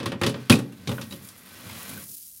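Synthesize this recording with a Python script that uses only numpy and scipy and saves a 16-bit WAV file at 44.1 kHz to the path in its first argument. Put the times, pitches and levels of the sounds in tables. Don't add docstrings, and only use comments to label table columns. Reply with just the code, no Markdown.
import sys
import numpy as np
from scipy import signal
from scipy.fft import rfft, irfft
from scipy.io import wavfile

SR = 44100
rng = np.random.default_rng(int(sys.argv[2]) if len(sys.argv) > 2 else 0)


def persist_wave(psi):
    counts = np.round(np.clip(psi, -1, 1) * 32767).astype(np.int16)
    wavfile.write(sys.argv[1], SR, np.atleast_2d(counts).T)


N = 105840

# start_s, boom_db, clank_db, clash_db, tick_db, thump_pitch_hz, ping_pitch_hz, ping_level_db
KNOCKS = [(0.001, -31, -35, -41, -49, 325, 3330, -43), (0.029, -34.5, -38, -41.5, -48.5, 440, 2920, -44),
          (0.058, -29, -29, -31, -34.5, 336, 1070, -26), (0.1182, -28.5, -30.5, -44, -46, 201, 1090, -38),
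          (0.2139, -24, -24, -35, -35, 329.3, 1840, -29.5),
          (0.2342, -26, -24.5, -26.5, -33, 345, 3330, -51), (0.2637, -22, -28, -24, -28.5, 268, 4540, -40),
          (0.294, -38, -64, -42, -41, 203, 9850, -38.5), (0.3414, -31, -34.5, -43.5, -63, 186, 1810, -40),
          (0.497, -12.5, -18.5, -19.5, -18, 240.7, 1370, -23),
          (0.5, -16.5, -24.5, -20.5, -27, 107.8, 3280, -22.5), (0.518, -28, -23, -36, -26, 246, 10300, -29),
          (0.525, -22.5, -31, -25, -25.5, 123, 2495, -15), (0.553, -37, -49, -36, -36, 236, 2570, -33),
          (0.588, -34.5, -39.5, -42.5, -38.5, 120, 9400, -45), (0.723, -61, -52, -77, -52, 237, 2760, -51),
          (0.8731, -25.5, -43, -30.5, -40, 172, 2290, -32.5), (0.892, -42, -32, -48, -38, 363, 3640, -36),
          (0.9148, -30, -36, -41, -40.5, 113, 2730, -42), (0.981, -34.5, -36.5, -66, -58, 193, 1460, -35),
          (1.0127, -48, -40.5, -35, -40.5, 122, 3840, -48), (1.109, -45, -50, -49.5, -46, 190, 3880, -45),
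          (1.123, -40.5, -46, -38, -58, 171, 3870, -40.5), (1.2868, -77, -73, -49.5, -40, 214, 3430, -51),
          (1.648, -46, -65, -69, -60, 160, 1540, -68), (1.696, -58, -45, -46, -48, 112, 2130, -41.5),
          (1.975, -51, -54, -70, -56, 193, 1527, -46.5)]
# low_edge_hz, high_edge_hz, rise_s (time constant), first_t60_s, tail_level_db, tail_t60_s
CRASH_RANGES = [(80.3, 792, 0.0026, 0.25, -15, 0.62), (608, 3100, 0.00054, 0.045, -6, 0.2),
                (2600, 5820, 0.0014, .06, -9, 0.19), (6310, 46000, 0.00028, 0.033, -8, 0.16)]
# pitch_hz, relative_level_db (per Hz)
SHEET_COLOUR = [(40, -21.5), (115, -0.5), (170, 0), (270, -5), (390, -8.5), (540, -9.5), (680, -22),
                (1000, -12.5), (1400, -13.5), (2000, -18.5), (2700, -18), (3800, -16.5), (5200, -20.5),
                (7500, -24), (10000, -22), (15500, -34.5)]
# pitch_hz, level_db, t60_s
BENDING_MODES = [(104.2, -7.5, 0.15), (125.15, -8, 0.51), (141.4, -13, 0.31), (187.4, -22, 1),
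                 (223.7, -15, 0.62), (233.5, -16.5, 0.54), (245.4, -9.5, 0.29), (280.7, -18.5, 0.56),
                 (350.3, -13, 0.29), (422.3, -17.5, .35), (547.2, -9.5, .22), (569.7, -17.5, .2)]
# pitch_hz, level_db, t60_s
CLANG_MODES = [(972, -25.5, 0.14), (1111, -15.5, 0.19), (1198, -24.5, 0.19), (1315, -21.5, 0.13),
               (1555, -18, 0.21), (1880, -17, 0.36), (1940, -28, .15), (2415, -32.5, 0.6), (2603, -18, .18),
               (2900, -19.5, 0.14), (2980, -16, 0.16), (3496, -22.5, .24), (3710, -22, 0.26),
               (4880, -22, .2)]
# time_s, level_db
RUMBLE_LEVEL = [(0, -50.5), (.16, -40.5), (.21, -70), (.7, -62), (.85, -46), (1.15, -47.5), (1.38, -56.5),
                (1.58, -50.5), (1.68, -44.5), (1.86, -50.5), (1.93, -42), (2.0, -42), (2.05, -55),
                (2.13, -55), (2.2, -69), (2.4, -74.5)]
# pitch_hz, relative_level_db (per Hz)
RUMBLE_COLOUR = [(25, -24), (55, -23.5), (95, 3), (120, -1.5), (145, -6), (190, 1.5), (290, -6.5),
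                 (400, -15.5), (560, -19), (800, -28.5), (2000, -62)]
# time_s, level_db
RASP_LEVEL = [(0, -46), (.1, -81), (.2, -56.5), (.42, -52), (.74, -59), (.85, -54), (1.1, -56.5),
              (1.28, -53.5), (1.35, -55), (1.43, -55), (1.48, -51), (1.65, -47), (1.73, -44.5), (1.93, -45),
              (2.02, -50), (2.1, -67), (2.2, -77.5), (2.4, -79)]
# pitch_hz, relative_level_db (per Hz)
RASP_COLOUR = [(200, -11.5), (550, 3.5), (750, -2), (1200, 3.5), (1520, 2), (1750, 0), (2250, 0.5),
               (3000, -0.5), (4200, -1), (6500, -8), (10000, -13.5), (15500, -21.5)]
# time_s, level_db
HISS_LEVEL = [(0, -81), (.19, -75), (.33, -61.5), (.7, -61), (.86, -59), (.93, -47), (1.09, -53),
              (1.13, -45.5), (1.21, -55.5), (1.25, -45), (1.34, -55.5), (1.38, -50), (1.43, -53.5),
              (1.66, -48.5), (1.8, -42.5), (2.05, -42), (2.12, -38.5), (2.4, -47.5)]
# pitch_hz, relative_level_db (per Hz)
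HISS_COLOUR = [(200, -25.5), (1000, -33.5), (2200, -19), (3500, -11), (5200, -4), (7000, -2), (8200, -3.5),
               (9900, 4), (11500, 1), (12900, 4.5), (14500, -1.5), (15700, 0.5)]
# pitch_hz, level_db, t60_s
RUNNER_MODES = [(1154, -5.5, 0.24), (1524, 1, 0.47), (1937, -4, 0.56), (2040, -1.5, .2), (2275, -3, 0.29),
                (2340, -1.5, .2), (3580, -5.5, 0.2)]
# delay_s, level_db
WALL_ECHOES = [(.0013, -19), (.0031, -18), (.0044, -18), (.0071, -18)]
# pitch_hz, relative_level_db (per Hz)
ROOM_COLOUR = [(20, 12), (50, 1), (130, -4.5), (250, -8), (600, -27), (3000, -36.5)]

BEND_RISE_S, PING_RISE_S = 0.0062, 0.0006
THUMP_DB, THUMP_T60_S, PING_T60_S = 0, 0.15, 0.049
DENSE_MODES_COUNT, WASH_DB, BOOM_WASH_DB = 800, -6.5, -1
GRAINS_PER_S, CATCHES_PER_S, CATCH_T60_S = 7000, 41, 0.031
CATCH_DB, RASP_RING_DB = -4, -9
PRESSURE_RATE_HZ, FLICKER_RATE_HZ = 82, 150
ECHO_ABOVE_HZ, ROOM_DB = 3500, -63
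LOW_CUT_HZ, CUTOFF_HZ = 61, 15900


def amp(db):
    return 10 ** (np.asarray(db) / 20)


def unit(x):
    return x / np.sqrt(np.mean(x ** 2) + 1e-20)


def add(mix, start_s, sound):
    part = mix[max(round(start_s * SR), 0):][:len(sound)]
    part += sound[:len(part)]


def fade(t, t60):
    return np.exp(-np.log(1000) * t / t60)


def rise(t, time_s):
    return 1 - np.exp(-t / time_s)


def colour(x, points):
    hz, db = np.transpose(points)
    f = np.fft.rfftfreq(len(x), 1 / SR)
    gain = amp(np.interp(np.log(f + 1), np.log(hz), db))
    return unit(irfft(rfft(x) * gain, len(x)))


def band(x, low_hz, high_hz):
    f = np.fft.rfftfreq(len(x), 1 / SR) + 1
    gain = ((1 + (low_hz / f) ** 8) * (1 + (f / high_hz) ** 12)) ** -0.5
    return unit(irfft(rfft(x) * gain, len(x)))


def ring(modes, t, uneven_db):
    out = np.zeros(len(t))
    for k, (hz, db, t60) in enumerate(modes):
        gain = (-1) ** k * amp(db + uneven_db * rng.standard_normal())
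        out += gain * fade(t, t60) * np.sin(2 * np.pi * hz * t)
    return np.sqrt(2) * out


def sheet_crash(dense_bins, gains, t):
    lines = np.zeros(SR // 2 + 1, complex)
    lines[dense_bins] = np.exp(2j * np.pi * rng.random(len(dense_bins)))
    wash = amp(WASH_DB) * rng.standard_normal(SR)
    crash = colour(unit(irfft(lines)) + wash, SHEET_COLOUR)
    range_gains = gains * amp([BOOM_WASH_DB, 0, 0, 0])
    out = np.zeros(SR)
    for gain, (low, high, rise_s, first_t60, tail_db, tail_t60) in zip(range_gains, CRASH_RANGES):
        decay = np.hypot(fade(t, first_t60), amp(tail_db) * fade(t, tail_t60))
        out += gain * band(crash, low, high) * rise(t, rise_s) * decay
    return out


def knock(dense_bins, levels_db, thump_hz, ping_hz, ping_db):
    t = np.arange(SR) / SR
    gains = amp(levels_db)
    boom, clank, clash, _ = gains
    low_modes = BENDING_MODES + [(thump_hz, THUMP_DB, THUMP_T60_S)]
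    bends = boom * rise(t, BEND_RISE_S) * ring(low_modes, t, uneven_db=2)
    clangs = np.sqrt(clank * clash) * ring(CLANG_MODES, t, uneven_db=0.5)
    ping = rise(t, PING_RISE_S) * ring([(ping_hz, ping_db, PING_T60_S)], t, uneven_db=3)
    return bends + clangs + ping + sheet_crash(dense_bins, gains, t)


def knocks():
    places = np.arange(DENSE_MODES_COUNT) + rng.random(DENSE_MODES_COUNT)
    dense_bins = (places * CUTOFF_HZ / DENSE_MODES_COUNT).astype(int)
    out = np.zeros(N)
    for start_s, *levels_db, thump_hz, ping_hz, ping_db in KNOCKS:
        add(out, start_s, knock(dense_bins, levels_db, thump_hz, ping_hz, ping_db))
    return out


def level(points):
    return amp(np.interp(np.arange(N) / SR, *np.transpose(points)))


def wander(rate_hz):
    f = np.fft.rfftfreq(N, 1 / SR)
    gain = np.exp(-(f / rate_hz) ** 2) * (f > 0)
    return unit(irfft(rfft(rng.standard_normal(N)) * gain, N))


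def slips(per_s, spread_db):
    happens = rng.random(N) < per_s / SR
    size = amp(spread_db * np.minimum(rng.exponential(1, N), 2))
    return happens * size * rng.choice([-1, 1], N)


def slide_rumble(pressure):
    rumble = colour(slips(GRAINS_PER_S, spread_db=4), RUMBLE_COLOUR)
    return rumble * amp(pressure) * level(RUMBLE_LEVEL)


def slide_rasp(pressure, t):
    grit = unit(slips(GRAINS_PER_S, spread_db=2.5))
    ringing = unit(signal.fftconvolve(grit, ring(RUNNER_MODES, t, uneven_db=1))[:N])
    rasp = colour(grit, RASP_COLOUR) + amp(RASP_RING_DB) * ringing
    return rasp * amp(0.7 * pressure) * level(RASP_LEVEL)


def slide_hiss(pressure, t):
    burst = rng.standard_normal(len(t)) * fade(t, CATCH_T60_S)
    catches = signal.fftconvolve(slips(CATCHES_PER_S, spread_db=3.5), burst)[:N]
    grit = unit(slips(GRAINS_PER_S, spread_db=6.5))
    hiss = colour(grit + rng.standard_normal(N) + amp(CATCH_DB) * unit(catches), HISS_COLOUR)
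    flicker_db = 0.81 * pressure + 1.1 * wander(FLICKER_RATE_HZ)
    return hiss * amp(flicker_db) * level(HISS_LEVEL)


def slide():
    t = np.arange(SR // 4) / SR
    pressure = wander(PRESSURE_RATE_HZ)
    return slide_rumble(pressure) + slide_rasp(pressure, t) + slide_hiss(pressure, t)


def room_rumble():
    return amp(ROOM_DB) * colour(rng.standard_normal(N), ROOM_COLOUR)


def oven(x):
    high_pass = signal.butter(2, ECHO_ABOVE_HZ, "high", fs=SR, output="sos")
    treble = signal.sosfilt(high_pass, x)
    out = x.copy()
    for delay_s, level_db in WALL_ECHOES:
        add(out, delay_s, amp(level_db) * treble)
    return out


def scene():
    tray = oven(knocks() + slide())
    return np.tile(tray + room_rumble(), (2, 1))


def record(dry):
    low_cut = signal.butter(2, LOW_CUT_HZ, "high", fs=SR, output="sos")
    limited = np.clip(signal.sosfilt(low_cut, dry), -1, 1)
    low_pass = signal.firwin(511, CUTOFF_HZ, window=("kaiser", 9), fs=SR)
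    return signal.oaconvolve(limited, low_pass[None], "same")


dry = scene()
out = record(dry)
persist_wave(out)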